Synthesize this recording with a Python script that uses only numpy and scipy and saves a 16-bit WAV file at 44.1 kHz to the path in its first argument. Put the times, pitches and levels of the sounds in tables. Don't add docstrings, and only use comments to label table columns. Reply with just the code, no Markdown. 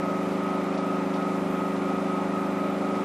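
import sys
import numpy as np
from scipy import signal
from scipy.fft import rfft, irfft
from scipy.io import wavfile
from scipy.ndimage import uniform_filter1d

SR = 44100
rng = np.random.default_rng(int(sys.argv[2]) if len(sys.argv) > 2 else 0)


def int16_out(signal):
    q = np.round(np.clip(np.atleast_2d(signal).T, -1, 1) * 32767)
    wavfile.write(sys.argv[1], SR, q.astype(np.int16))


def to_linear_factor(level_db):
    exponent = np.asarray(level_db, float) / 20
    return 10 ** exponent


N = 134064

# frequency [Hz], density [dB per Hz].
AIR_SPECTRUM = [(22, -20), (45, 2.5), (70, -1), (100, 8), (120, 2.5), (150, 8.5)]
# frequency [Hz], density [dB per Hz].
STREAM_SPECTRUM = [(1500, -5), (2330, -0.5), (2800, -8), (4050, -12.5), (4250, -15.5), (8400, -20.5),
                   (12500, -22.5), (14300, -16.5)]
# start [s], peak level [dB].
SPLASHES = [(0.0984, -43), (0.318, -42), (0.379, -51), (0.4863, -42), (0.738, -40), (0.7761, -34.5),
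            (1.1373, -35), (1.16, -44), (1.213, -46), (1.76, -43), (1.8856, -40), (2.05, -45),
            (2.1505, -46), (2.5194, -53), (2.9537, -39)]
# frequency [Hz], level [dB].
SPRAY_SPECTRUM = [(1500, -8), (3600, 0), (6000, -5), (7000, -22)]
# frequency [Hz], density [dB per Hz].
CABINET_SPECTRUM = [(150, -23), (175, -9.5), (240, -4.5), (530, -4), (585, 0), (720, -2), (900, -0.5),
                    (1050, -7.5)]
# frequency [Hz], density [dB per Hz].
HOUSING_SPECTRUM = [(1000, -9.5), (1200, -3), (1290, -1), (1400, -4.5), (1500, -12)]
# frequency [Hz], width [Hz], level [dB].
PANEL_RINGS = [(257.6, 22, -48.5), (356.8, 12, -50.5), (616, 51, -48)]
# multiple of shaft speed, level [dB].
HUM_LINES = [(1, -44), (2, -42), (3, -28.5), (4, -31.5), (5, -30.5), (6, -32.5), (7, -2), (8, 0), (9, -15),
             (10, -9.5), (11, 0), (12, -6), (13, -11), (14, -11.5), (15, -2), (16, -14), (17, -24),
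             (18, -12), (19, -21), (20, -16), (21, -10.5), (22, -6.5), (23, -22), (24, -14), (25, -20),
             (26, -18), (27, -19), (28, -15), (29, -26), (30, -14), (31, -21), (32, -20), (33, -17),
             (34, -22), (35, -17), (36, -28)]
PANEL_LEAD = [(1, -.4), (11, 2.6), (12, 1.9), (13, 4.3), (14, .2), (15, .4), (22, .1)]
# frequency [Hz], level [dB].
LOOSE_TONES = [(119.5, -56), (1085.1, -51.5), (1223.8, -47), (1412, -56.5), (1903.7, -69.5), (1972.3, -58),
               (2447.7, -61.5)]
WHINE_CANCELS = [-.1, .33, .72, 1.09, 1.46, 1.80, 2.02, 2.28, 2.51, 2.78, 3.06]
# frequency [Hz], side minus mid [dB].
STEREO_WIDTH = [(25, -21), (70, -17), (250, -55), (700, -45), (1300, -35.5), (2000, -29.5), (4500, -13.5),
                (6800, -10), (6950, -40)]
# frequency [Hz], threshold over local level [dB].
TREBLE_FLOOR = [(4000, -18), (7000, -7.5), (8500, -3), (11000, 1), (12500, 3.5), (13800, 5.5), (14250, 8.5)]


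def level(x, db):
    return x * to_linear_factor(db) / np.sqrt(np.mean(x ** 2))


def walk(rate):
    hold = int(SR / rate)
    steps = np.repeat(rng.standard_normal(N // hold + 1), hold)
    return 1.05 * uniform_filter1d(uniform_filter1d(steps, hold), hold)[:N]


def colour(x, table):
    hz, db = np.array(table, float).T
    log_hz = np.log(np.arange(N // 2 + 1) * SR / N + 1e-3)
    below = np.maximum(np.log(hz[0]) - log_hz, 0)
    above = np.maximum(log_hz - np.log(hz[-1]), 0)
    gain_db = np.interp(log_hz, np.log(hz), db) - 60 * (below + above)
    return irfft(rfft(x) * to_linear_factor(gain_db), N)


def restless(table, flicker_db, rate):
    spectrum = rfft(colour(rng.standard_normal(N), table))
    place = 2 * np.log2(np.arange(len(spectrum)) * SR / N + 1)
    lowest = int(2 * np.log2(table[0][0]))
    highest = int(2 * np.log2(table[-1][0]))
    total = np.zeros(N)
    for centre in range(lowest - 1, highest + 3):
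        band = irfft(spectrum * np.clip(1 - abs(place - centre), 0, 1), N)
        total += to_linear_factor(flicker_db * walk(rate)) * band
    return total


def room_air():
    return level(restless(AIR_SPECTRUM, flicker_db=3, rate=7.5), -57.5)


def stream_hiss():
    return level(restless(STREAM_SPECTRUM, flicker_db=0.7, rate=7.4), -45.5)


def fizz():
    when, pitch, size = rng.random((2500, 3)).T
    hz = 1600 * 4.5 ** pitch[:, None] ** 1.5
    cycles = hz * np.arange(512)[None] / SR
    ring = np.sin(2 * np.pi * cycles * (1 + 0.018 * cycles)) * np.exp(-cycles / 2.5)
    size_db = np.minimum(-2.5 * np.log(1 - size), 9)
    ring = ring * to_linear_factor(size_db)[:, None] * 1600 / hz
    at = (when[:, None] * N).astype(int) + np.arange(512)
    return level(np.bincount(at.ravel(), ring.ravel(), N + 512)[:N], -52)


def splashes(t):
    decay_s = 0.014
    envelope = np.zeros(N)
    for start, db in SPLASHES:
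        envelope += to_linear_factor(db) * (t > start) * np.exp(-np.maximum(t - start, 0) / decay_s)
    spray = colour(rng.standard_normal(N), SPRAY_SPECTRUM)
    return level(spray, -8.5) * uniform_filter1d(envelope, size=400)


def cabinet_rumble():
    return level(restless(CABINET_SPECTRUM, flicker_db=1, rate=11.62), -37)


def housing_noise():
    return level(restless(HOUSING_SPECTRUM, flicker_db=0.59, rate=10.4), -41.5)


def panel_rings():
    f = np.arange(N // 2 + 1) * SR / N
    total = np.zeros(N)
    for hz, width, db in PANEL_RINGS:
        resonance = np.exp(-2 * ((f - hz) / width) ** 2)
        total += level(irfft(rfft(rng.standard_normal(N)) * resonance, N), db)
    return total


def shaft_hum(t):
    shaft_hz, sway_rad, sway_s, sway_top_s = 25.23, .053, 2.15, .9
    hum_db, flutter_db = -34.4, .65
    scatter_rad = .3
    turn = 2 * np.pi * shaft_hz * t + sway_rad * np.cos(2 * np.pi * (t - sway_top_s) / sway_s)
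    hum = np.zeros(N)
    for k, db in HUM_LINES:
        lead = np.interp(k, *np.array(PANEL_LEAD).T)
        if k > 15:
            lead += scatter_rad * max(-7.5 - db, 0) * rng.standard_normal()
        hum += to_linear_factor(db + flutter_db * walk(3.57)) * np.cos(k * turn + lead)
    return to_linear_factor(hum_db) * hum


def loose_tones(t):
    total = np.zeros(N)
    for hz, db in LOOSE_TONES:
        total += to_linear_factor(db + 1.7 * walk(8.34)) * np.cos(2 * np.pi * hz * t + .5 * walk(3.17))
    return total


def whine(t):
    whine_hz, whine_db, second_strength = 1268.8, -35.5, .87
    beat = np.pi * np.interp(t, WHINE_CANCELS, np.arange(len(WHINE_CANCELS)))
    beat = beat + .15 * np.sin(beat) ** 2
    phase = 2 * np.pi * whine_hz * t + 0.18 * walk(4.4)
    pair = np.cos(phase + beat) - second_strength * np.cos(phase - beat)
    return pair / 2 * to_linear_factor(whine_db + 0.46 * walk(18))


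def pump(t):
    return np.sqrt(2) * (shaft_hum(t) + loose_tones(t) + whine(t))


def scene():
    t = np.arange(N) / SR
    water = stream_hiss() + fizz()
    machine_noise = cabinet_rumble() + housing_noise() + panel_rings()
    noise = room_air() + water + machine_noise
    mid = pump(t) + noise + splashes(t)
    scrambled = abs(rfft(noise)) * np.exp(2j * np.pi * rng.random(N // 2 + 1))
    side = colour(irfft(scrambled, N), STEREO_WIDTH)
    return np.array([mid + side, mid - side])


def band_limit(x):
    return signal.sosfilt(signal.butter(12, 14150, fs=SR, output="sos"), x)


def record(dry):
    patch_db, top_hz = 2.4, 14240
    frames = dict(fs=SR, window="cosine", nperseg=2560, noverlap=1280)
    hz, _, z = signal.stft(dry, **frames)
    size = uniform_filter1d(abs(z.mean(axis=0)), size=2, axis=0)
    local = uniform_filter1d(size.mean(axis=1), size=21)[:, None]
    patch = rng.standard_normal((len(hz) // 16 + 1, size.shape[1]))
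    patch = np.repeat(patch, 16, axis=0)[:len(hz)]
    patch = patch + np.roll(patch, 1, axis=1) + .45 * patch[0]
    floor_db = np.interp(hz, *np.array(TREBLE_FLOOR, float).T, left=-60)[:, None]
    floor_db = floor_db + patch_db * patch / np.sqrt(2)
    kept = (size > local * to_linear_factor(floor_db)) * (hz < top_hz)[:, None]
    thinned = signal.istft(z * kept, **frames)[1][:, :N]
    return band_limit(thinned)


dry = scene()
out = record(dry)
int16_out(out)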